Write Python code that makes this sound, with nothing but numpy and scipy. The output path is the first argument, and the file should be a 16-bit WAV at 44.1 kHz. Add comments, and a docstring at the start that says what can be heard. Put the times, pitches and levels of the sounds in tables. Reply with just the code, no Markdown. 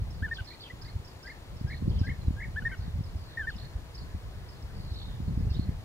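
"""From the start, light wind rumbles and its eddies thump on the microphone, over the hush of open
country, faint microphone hiss and the thin buzz of an insect's wings. Sparrows chirp in distant bushes,
and a perched bee-eater gives the first of three clusters of soft, liquid notes, each a pitch glide of
the syrinx. A neighbour answers with rolled calls. From about halfway a finch wheezes and a far flock
joins in, heard as sound scattered by trees and ground."""
import sys
import numpy as np
from scipy import signal
from scipy.fft import rfft, irfft, next_fast_len
from scipy.io import wavfile
from scipy.ndimage import uniform_filter1d, map_coordinates

SR = 44100
rng = np.random.default_rng(int(sys.argv[2]) if len(sys.argv) > 2 else 0)


def persist_wave(psi):
    """Save psi, clipped to +-1, as 16-bit WAV."""
    counts = np.round(np.clip(psi, -1, 1) * 32767).astype(np.int16)
    wavfile.write(sys.argv[1], SR, np.atleast_2d(counts).T)


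N = 257544


def amp(db):
    """The decibel scale: a level as an amplitude ratio."""
    return 10 ** (np.asarray(db) / 20)


def unit(x):
    """Normalisation to an rms of 1."""
    return x / np.sqrt(np.mean(x ** 2) + 1e-20)


def along(points, hz):
    """Interpolation of (frequency [Hz], value) points on a logarithmic frequency axis."""
    knots_hz, values = np.transpose(points)
    return np.interp(np.log(hz + 1), np.log(knots_hz + 1), values)


def wobble(rate, size=N):
    """Random modulation: a smooth curve through `rate` Gaussian knots a second."""
    knots = rng.standard_normal(int(size * rate / SR) + 4)
    return map_coordinates(knots, [np.arange(size) * rate / SR])


def filtered(x, response):
    """Linear filtering: the spectrum of x times a complex frequency response."""
    size = next_fast_len(N + SR // 2)
    return irfft(rfft(x, size) * response(np.fft.rfftfreq(size, 1 / SR)), size)[..., :N]


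def noise(spectrum):
    """Spectral shaping of white noise, scaled to an rms of 1."""
    return unit(filtered(rng.standard_normal(N), lambda hz: amp(along(spectrum, hz))))


def add(track, time_s, sound):
    """Superposition of a sound on a track."""
    start = max(round(time_s * SR), 0)
    track[start:start + len(sound)] += sound[:N - start]


def placed(x, pan_db, lead_ms):
    """Interaural level and time differences: the left ear is louder by pan_db, earlier by lead_ms."""
    ears = np.array([[.5], [-.5]])
    return amp(ears * pan_db) * filtered(x, lambda hz: np.exp(2j * np.pi * hz * ears * lead_ms / 1000))


def eddy(hz, cycles):
    """A passing vortex: a brief pressure swing of random phase, centred in its span."""
    periods = np.arange(-4 * cycles, 4 * cycles, hz / SR)
    envelope = np.hanning(len(periods)) / np.cosh(periods / cycles)
    return envelope * np.cos(2 * np.pi * (periods + rng.random()))


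def small_eddies(strength, per_s=4.6, middle_hz=100):
    """Intermittency: weak thumps at random moments, scaled by the wind's strength at the time."""
    track = np.zeros(N)
    for when, size, pitch in rng.random((int(per_s * N / SR), 3)):
        swing = eddy(middle_hz * 2 ** (pitch - .5), cycles=.6)
        add(track, when * N / SR, strength[int(when * N)] * amp(12 * size - 4.5) * swing)
    return track


# course of the wind's strength: (time [s], level [dB])
WIND_STRENGTH = [(0.0, -39.5), (0.11, -41), (0.42, -47), (0.68, -56.5), (0.85, -46), (1.3, -52.5),
                 (1.69, -44), (1.84, -38.5), (1.97, -36.5), (2.11, -36.5), (2.55, -43), (3.03, -41),
                 (3.15, -44.5), (3.87, -46.5), (4.26, -42), (4.52, -47), (5.37, -37), (5.84, -41)]
# spectra of the rumble and of small-scale turbulence: (frequency [Hz], relative density [dB])
RUMBLE_SPECTRUM = [(12, -51), (22, -6), (55, 3.5), (90, 1.5), (130, -5.5), (190, -13), (280, -33.5),
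                   (450, -52.5), (900, -87)]
TURBULENCE_SPECTRUM = [(70, -25), (125, 5), (175, 1.5), (260, -8.5), (350, -15.5), (520, -22), (1000, -54),
                       (2000, -100)]
# strong eddies: (time [s], thump level [dB], thump frequency [Hz], whirl level [dB])
STRONG_EDDIES = [(.018, -23, 90, -37), (0.227, -21, 85, -28), (.414, -26, 77.6, -42), (0.74, -35, 101, -36),
                 (0.963, -23, 80.7, -38), (1.0, -29.5, 74, -42), (1.615, -31.5, 88.8, -28),
                 (1.649, -24, 112.6, -34.5), (1.825, -32, 83, -22.5), (1.879, -25, 102, -20),
                 (2.015, -16.5, 84, -20), (2.092, -25, 82, -26), (2.283, -15, 75, -22),
                 (2.309, -23.5, 75.5, -22), (2.343, -25, 68, -37), (2.626, -36.5, 75.4, -33),
                 (2.794, -25, 85, -40), (2.881, -31.5, 130, -35), (2.993, -24, 108, -36),
                 (3.01, -22.5, 110, -31), (3.157, -25.5, 71, -43), (3.763, -25, 67.8, -44),
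                 (4.149, -24, 78, -30), (4.923, -23, 76, -38), (5.203, -30, 103, -27),
                 (5.282, -21.5, 108, -31), (5.378, -21, 88, -20.5), (5.407, -18.5, 89, -28.5),
                 (5.472, -19, 89, -41), (5.516, -19, 71, -32.5), (5.596, -24, 98, -18.5),
                 (5.692, -19, 88, -23.5)]
# the air reaches the right microphone port first: (frequency [Hz], phase lead [rad])
PORT_PHASE = [(30, 0.2), (65, 0.22), (100, 0.55), (200, 0.99), (290, 1.94), (450, 0.7)]


def wind(apart_db=-8, whirl_hz=195, gust_db=-36, growth=1.8, unrest_db=3):
    """Turbulent pressure at the microphone: a gusty rumble, and thumping eddies that each shed a whirl."""
    strength_db = np.interp(np.arange(N) / SR, *np.transpose(WIND_STRENGTH)) + 2
    level_db = strength_db + unrest_db * wobble(25)
    level = amp(level_db)
    # small-scale turbulence grows faster than the rumble, so gusts sound brighter
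    churn = amp(-45 + growth * (level_db - gust_db) + 3.26 * wobble(40)) * noise(TURBULENCE_SPECTRUM)
    coherent = level * noise(RUMBLE_SPECTRUM) + churn
    incoherent = amp(apart_db) * level * np.array([noise(RUMBLE_SPECTRUM), noise(RUMBLE_SPECTRUM)])
    for time_s, thump_db, thump_hz, whirl_db in STRONG_EDDIES:
        thump = amp(thump_db) * eddy(thump_hz, cycles=.47)
        whirl = amp(whirl_db) * eddy(whirl_hz, cycles=.37)
        for swing in (thump, whirl):
            add(coherent, time_s - len(swing) / SR / 2, swing)
    coherent += small_eddies(amp(strength_db))
    at_ports = filtered(coherent, lambda hz: np.exp(.5j * np.outer([-1, 1], along(PORT_PHASE, hz))))
    return at_ports + incoherent


# the hush of far-off air, with microphone hiss in the treble: (frequency [Hz], relative density [dB])
HUSH_SPECTRUM = [(40, -12), (100, -1), (200, -12), (320, -8.5), (600, -11.5), (1000, -14), (1400, -19),
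                 (1900, -19), (2600, -22), (4300, -22), (6200, -29), (8000, -31.5), (15500, -35)]
# the part arriving from the left: (frequency [Hz], share of power [ratio])
LEFT_SHARE = [(100, 1), (300, 0.99), (1000, 0.28), (3000, 0.59), (5500, 0.42), (7500, 0.018)]
# level difference between the channels: (frequency [Hz], left minus right [dB])
HUSH_BALANCE = [(100, 2), (250, 2), (650, 5.5), (1300, 7.5), (2400, 1.5), (4400, -1), (9000, -0.5)]


def hush(db=-52):
    """Partial coherence: steady far-off air, partly from the left, with faint treble microphone hiss."""
    from_left = placed(noise(HUSH_SPECTRUM), pan_db=0, lead_ms=.14)
    uncorrelated = np.array([noise(HUSH_SPECTRUM), noise(HUSH_SPECTRUM)])
    pair = filtered(from_left, lambda hz: np.sqrt(along(LEFT_SHARE, hz)))
    pair += filtered(uncorrelated, lambda hz: np.sqrt(1 - along(LEFT_SHARE, hz)))
    return amp(db) * filtered(pair, lambda hz: amp(np.outer([1, -1], along(HUSH_BALANCE, hz)) / 2))


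def insect(centre_hz=6960, width_hz=120, stroke_hz=55, db=-77, waver_db=2.5):
    """Amplitude modulation: wing strokes pulse a narrow resonance, and the buzz slowly wavers."""
    excitation = rng.standard_normal((2, N))
    ring = unit(filtered(excitation, lambda hz: 1 / (1 + ((hz - centre_hz) / width_hz) ** 2)))
    rate_hz = stroke_hz * (1 + .012 * wobble(1))
    strokes = 1 + .75 * np.sin(2 * np.pi * np.cumsum(rate_hz) / SR)
    return amp(db + waver_db * wobble(2.06)) * unit(strokes) * ring


def arch(time_s, length_s, open_hz, crest_hz, close_hz, db, fade_db_per_hz=0, flatness=2.2):
    """Frequency modulation about a crest: one note's contour as (time [s], pitch [Hz], level [dB])."""
    t = np.arange(0, length_s, 1 / SR)
    before, after = (np.abs([open_hz - crest_hz, close_hz - crest_hz]) + 1) ** (1 / flatness)
    from_crest = (before + after) * t / length_s - before
    direction = np.sign(np.where(from_crest < 0, open_hz, close_hz) - crest_hz)
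    bend_hz = direction * np.abs(from_crest) ** flatness
    attack_s, release_s, edge_db = .0033, .0081, 8.5
    closure = 1 - np.clip(np.minimum(t / attack_s, (length_s - t) / release_s), 0, 1)
    level_db = db - fade_db_per_hz * np.abs(bend_hz) - edge_db * closure ** 2
    return np.transpose([time_s + t, crest_hz + bend_hz, level_db])


def phrase(syllables, pause_db=-22):
    """Articulation: arched syllables joined in one contour, the level dropping between them."""
    contours = [arch(*syllable) for syllable in syllables]
    for contour in contours:
        contour[[0, -1], -1] = pause_db
    return np.vstack(contours)


def gesture(contour, glide_s=.0024):
    """Inertia of the syrinx: a contour rounded into smooth pitch and amplitude curves."""
    times, hz, db = np.transpose(contour)
    times = np.maximum.accumulate(times)
    t = np.arange(times[0], times[-1] + glide_s / 2, 1 / SR)
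    edges = np.sin(np.pi / 2 * np.clip(np.minimum(t - t[0], t[-1] - t) / glide_s, 0, 1))
    targets = [np.interp(t, times, hz), np.interp(t, times, db)]
    pitch, level_db = uniform_filter1d(targets, int(glide_s * SR), axis=1)
    return pitch, np.sqrt(2) * amp(level_db) * edges


# transmission of overtones through the beak: (frequency [Hz], gain [dB])
BEAK_RESPONSE = [(2700, 0), (3100, -15), (3500, -29.5), (4600, -47), (5500, -34), (7200, -45), (11000, -37),
                 (12500, -51), (14300, -31), (15500, -54)]


def whistle(pitch, overtone_db, harmonics):
    """Source and filter: a nearly pure tone whose overtones escape the beak best at low pitch."""
    phase = 2 * np.pi * np.cumsum(pitch) / SR
    overtones = sum(amp(along(BEAK_RESPONSE, k * pitch)) * np.sin(k * phase)
                    for k in range(2, harmonics + 1))
    return np.sin(phase) + amp(overtone_db) * overtones


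def calls(contour, events, jitter, flutter_db, overtone_db):
    """Time and frequency scaling: one contour repeated, each time at its own level, pitch and pace."""
    track = np.zeros(N)
    for time_s, db, pitch_ratio, stretch in events:
        pitch, envelope = gesture(np.array(contour) * [stretch, pitch_ratio, 1])
        pitch = pitch * (1 + jitter * wobble(700, len(pitch)))
        envelope = envelope * amp(db + flutter_db * wobble(197.7, len(pitch)))
        add(track, time_s + stretch * contour[0][0], envelope * whistle(pitch, overtone_db, harmonics=3))
    return track


# syllables of a chirrup and of the lower, hoarser cheep:
# (time from onset [s], length [s], opening pitch [Hz], crest [Hz], closing pitch [Hz], level [dB])
CHIRRUP_SYLLABLES = [(0, .022, 4100, 5230, 4200, 3), (.035, 0.024, 4100, 4760, 4610, 1.5),
                     (0.073, .026, 3750, 4330, 4280, -4.5)]
CHEEP_SYLLABLES = [(0, .025, 4880, 5250, 3906, -5), (.028, .025, 3890, 4400, 3700, 0),
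                   (.057, .026, 3800, 4350, 4100, -0.5), (.09, .022, 3634, 4350, 3900, -1.5)]
# a short contact note: (time from onset [s], pitch [Hz], level [dB])
PIP_CONTOUR = [(0, 4315, -19), (.012, 4104, -3), (.035, 4000, -27.5)]
# when each call sounds: (time [s], gain [dB], pitch [ratio], length [ratio])
CHIRRUP_EVENTS = [(.1, -62.5, 1.04, 1.2), (.813, -52, 0.99, 0.94), (1.045, -57.5, 1.08, 0.8),
                  (1.226, -54, 1.03, 0.99), (1.565, -64, 1.05, 0.89), (3.035, -61.5, 1.02, .7),
                  (3.944, -51.5, 1.017, 0.92), (4.485, -59, 1.02, 0.97)]
CHEEP_EVENTS = [(.443, -50, 1, 1), (1.676, -53.5, 0.98, 1), (2.775, -60.5, 1.07, .8),
                (3.555, -52, .99, 0.99), (4.935, -54, 1, 0.88), (5.535, -52.5, .99, 1)]
PIP_EVENTS = [(2.205, -54, 1, 1.25), (2.26, -55.5, 0.98, 0.86), (4.616, -57, 1.3, 0.83),
              (4.656, -64, 1.28, 0.77), (5.27, -59.5, 1.04, 1.2), (5.37, -60, 1.25, 2.17),
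              (5.486, -57, 0.66, 1.5), (5.54, -48, 0.92, 1)]


def sparrows():
    """Rapid frequency sweeps of the syrinx: chirrups, cheeps and short contact notes."""
    chirrups = calls(phrase(CHIRRUP_SYLLABLES), CHIRRUP_EVENTS, jitter=.012, flutter_db=2, overtone_db=-6)
    cheeps = calls(phrase(CHEEP_SYLLABLES), CHEEP_EVENTS, jitter=.04, flutter_db=2.5, overtone_db=-6)
    pips = calls(PIP_CONTOUR, PIP_EVENTS, jitter=.017, flutter_db=3.5, overtone_db=-3)
    return chirrups + cheeps + pips


# the perched bird's notes:
# (time [s], length [s], opening pitch [Hz], crest [Hz], closing pitch [Hz], level [dB])
LIQUID_NOTES = [(0.222, 0.048, 1456, 1792, 1560, -33), (.278, .016, 1576, 1470, 1520, -46),
                (.3105, 0.028, 1730, 1840, 1730, -31), (0.382, .029, 1500, 1563, 1390, -42.5),
                (0.697, 0.021, 1700, 2006, 1920, -42.5), (2.559, 0.038, 1416, 1770, 1685, -32.5),
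                (2.619, 0.014, 1540, 1477, 1530, -44.5), (2.65, 0.033, 1730, 1856, 1710, -28),
                (2.714, 0.039, 1505, 1563, 1350, -42.5), (3.372, 0.018, 1850, 1840, 1820, -31.5),
                (3.393, 0.034, 1780, 1785, 1568, -32.5), (3.419, 0.04, 1618, 1530, 1523, -42),
                (3.47, .041, 1735, 1810, 1310, -32)]


def perched_bee_eater(jitter=.005, shimmer_db=.5, firm_db=-29, weak_db=-50):
    """Coupled pitch and amplitude: each arched note weakens as it bends away from its crest."""
    track = np.zeros(N)
    for note in LIQUID_NOTES:
        pitch, envelope = gesture(arch(*note, fade_db_per_hz=.036))
        unsteady = np.sqrt(amp(firm_db) / np.maximum(envelope, amp(weak_db)))  # a weak voice wavers more
        pitch = pitch * (1 + jitter * unsteady * wobble(530, len(pitch)))
        envelope = envelope * amp(shimmer_db * unsteady * wobble(410, len(pitch)))
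        add(track, note[0], envelope * whistle(pitch, overtone_db=-3.5, harmonics=8))
    return track


# a small bird's harsh falling call: (time from onset [s], pitch [Hz], level [dB])
HARSH_CONTOUR = [(0, 3700, -12), (.016, 4950, 0.5), (.03, 4300, 0), (.044, 3500, 0.5), (.06, 3200, -7),
                 (.075, 3000, -6), (.095, 2650, -9)]
# when it sounds: (time [s], gain [dB], pitch [ratio], length [ratio])
HARSH_EVENTS = [(.333, -50, 0.97, 0.82), (.595, -50, 0.98, 1), (1.885, -58, 1.02, 0.63),
                (1.936, -58, 0.93, 0.95), (1.984, -56, 1.1, .7), (2.036, -55.5, 1.1, .8),
                (3.489, -56, .97, .7), (5.491, -57.5, 1.04, 0.88)]


def harsh_calls():
    """Spectral broadening: strong pitch jitter turns a falling tone into a rasp."""
    return calls(HARSH_CONTOUR, HARSH_EVENTS, jitter=.07, flutter_db=2.5, overtone_db=-6)


# upward flicks of the voice in a rolled call: (time from onset [s], length [s], jump [Hz])
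ROLL_FLICKS = [(.043, 0.01187, 386), (0.07, .024, 426.5)]


def roll(length_s=.095, start_hz=1537, rise_hz_per_s=2900, crest_s=.055, crest_db=1.5):
    """A linear sweep with two upward flicks: the rolled call's contour, swelling and then fading."""
    t = np.arange(0, length_s, 1 / SR)
    flicks = sum(jump_hz * np.exp(-(2 * (t - time_s) / width_s) ** 4)
                 for time_s, width_s, jump_hz in ROLL_FLICKS)
    swell_db_per_s, fade_db_per_s = 239, 155
    level_db = crest_db + np.minimum(swell_db_per_s * (t - crest_s), fade_db_per_s * (crest_s - t))
    return np.transpose([t, start_hz + rise_hz_per_s * t + flicks, level_db])


# the neighbour's rolled calls: (time [s], gain [dB], pitch [ratio], length [ratio])
NEIGHBOUR_ROLLS = [(.471, -57, 1.11, 0.94), (0.816, -58, .99, 0.97), (1.235, -46, .99, 0.98),
                   (1.669, -45, 1.03, 0.89), (2.033, -42.5, 1, 1), (2.366, -43, 1.03, 1),
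                   (2.657, -47.5, 1.02, 0.95)]


def neighbour_bee_eater():
    """Nearly periodic vibration of the syrinx: rolled calls with little jitter sound clear."""
    return calls(roll(), NEIGHBOUR_ROLLS, jitter=.008, flutter_db=1.4, overtone_db=-2)


# the finch's falling wheeze: (time from onset [s], pitch [Hz], level [dB])
WHEEZE_CONTOUR = [(0, 4800, -10), (.12, 4300, -8), (.2, 4000, -2), (.28, 3824, -2), (.36, 3700, -6.5),
                  (.46, 3470, -22)]
# when it sounds: (time [s], gain [dB], pitch [ratio], length [ratio])
WHEEZE_EVENTS = [(2.72, -64.5, 1, .51), (3.16, -59.5, 1.05, .55), (4.75, -54, 1, 0.99)]


def finch(trill_hz=72, depth=.7):
    """Amplitude modulation: a fast trill gives a falling wheeze its buzz."""
    trill = 1 + depth * np.sin(2 * np.pi * trill_hz * np.arange(N) / SR)
    return trill * calls(WHEEZE_CONTOUR, WHEEZE_EVENTS, jitter=.055, flutter_db=2, overtone_db=-10)


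# the far flock's rolled calls: (time [s], gain [dB], pitch [ratio], length [ratio])
FLOCK_ROLLS = [(2.781, -58.5, 0.93, 0.99), (3.029, -69, 0.8, 1.2), (3.231, -58.5, 0.93, 1.46),
               (3.56, -58.5, 0.98, 1.27), (3.661, -64, .86, 1.3), (4.03, -59, .96, 1.1),
               (4.28, -62.5, .92, 1.46), (4.4, -62, .92, 1.2), (4.629, -62, .88, 1.3),
               (5.05, -63.5, .93, 1.3), (5.34, -62, 0.97, 1.3), (5.48, -66, 0.98, 1.3),
               (5.6, -59.5, .98, 1.35)]


def far_flock():
    """Random frequency modulation blurs the faint rolled calls of far bee-eaters."""
    return calls(roll(), FLOCK_ROLLS, jitter=.04, flutter_db=2, overtone_db=-10)


# decay of sound among the trees: (frequency [Hz], reverberation time [s])
TREE_DECAY = [(500, 1), (2000, 0.26), (5000, 0.28), (12000, 0.056)]


def echo(x):
    """Diffuse scattering by trees and ground: convolution with a different noise tail in each ear."""
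    hz, t, spectrogram = signal.stft(rng.standard_normal((2, SR)), SR, nperseg=256)
    decay_db = -60 * t / along(TREE_DECAY, hz)[:, None]
    tail = signal.istft(spectrogram * amp(decay_db), SR, nperseg=256)[1]
    return signal.fftconvolve(x[None], tail / np.linalg.norm(tail[0]), axes=1)[:, :N]


def small_birds():
    """Direct and scattered sound from two places in the bushes: hoarse voices blurred by distance."""
    chirps = sparrows()
    rasps = harsh_calls() + finch()
    hoarse = 1 + .3 * wobble(2200)  # the two sides of the syrinx beat irregularly
    chirps, rasps = hoarse * chirps, hoarse * rasps
    direct = amp(-2) * placed(chirps, pan_db=-7, lead_ms=.07)
    direct += amp(.5) * placed(rasps, pan_db=-.5, lead_ms=.12)
    return direct + amp(-8.5) * echo(chirps) + amp(-5.5) * echo(rasps)


def bee_eaters():
    """The direct-to-reverberant ratio falls with distance: the near bird almost dry, the flock all echo."""
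    near, neighbour, flock = perched_bee_eater(), neighbour_bee_eater(), far_flock()
    direct = placed(near, pan_db=1.5, lead_ms=.026) + placed(neighbour, pan_db=1.5, lead_ms=-.005)
    distant = amp(-7) * placed(echo(flock)[0], pan_db=1, lead_ms=.02)
    scattered = amp(-27) * near + amp(-12) * neighbour + amp(-8) * flock
    return direct + distant + echo(scattered)


def scene():
    """Superposition of independent sources in the open air."""
    return wind() + hush() + insect() + small_birds() + bee_eaters()


def record(dry, top_hz=15750):
    """Band limiting: an ideal low-pass filter passes nothing above top_hz."""
    return filtered(dry, lambda hz: hz < top_hz)


dry = scene()
out = record(dry)
persist_wave(out)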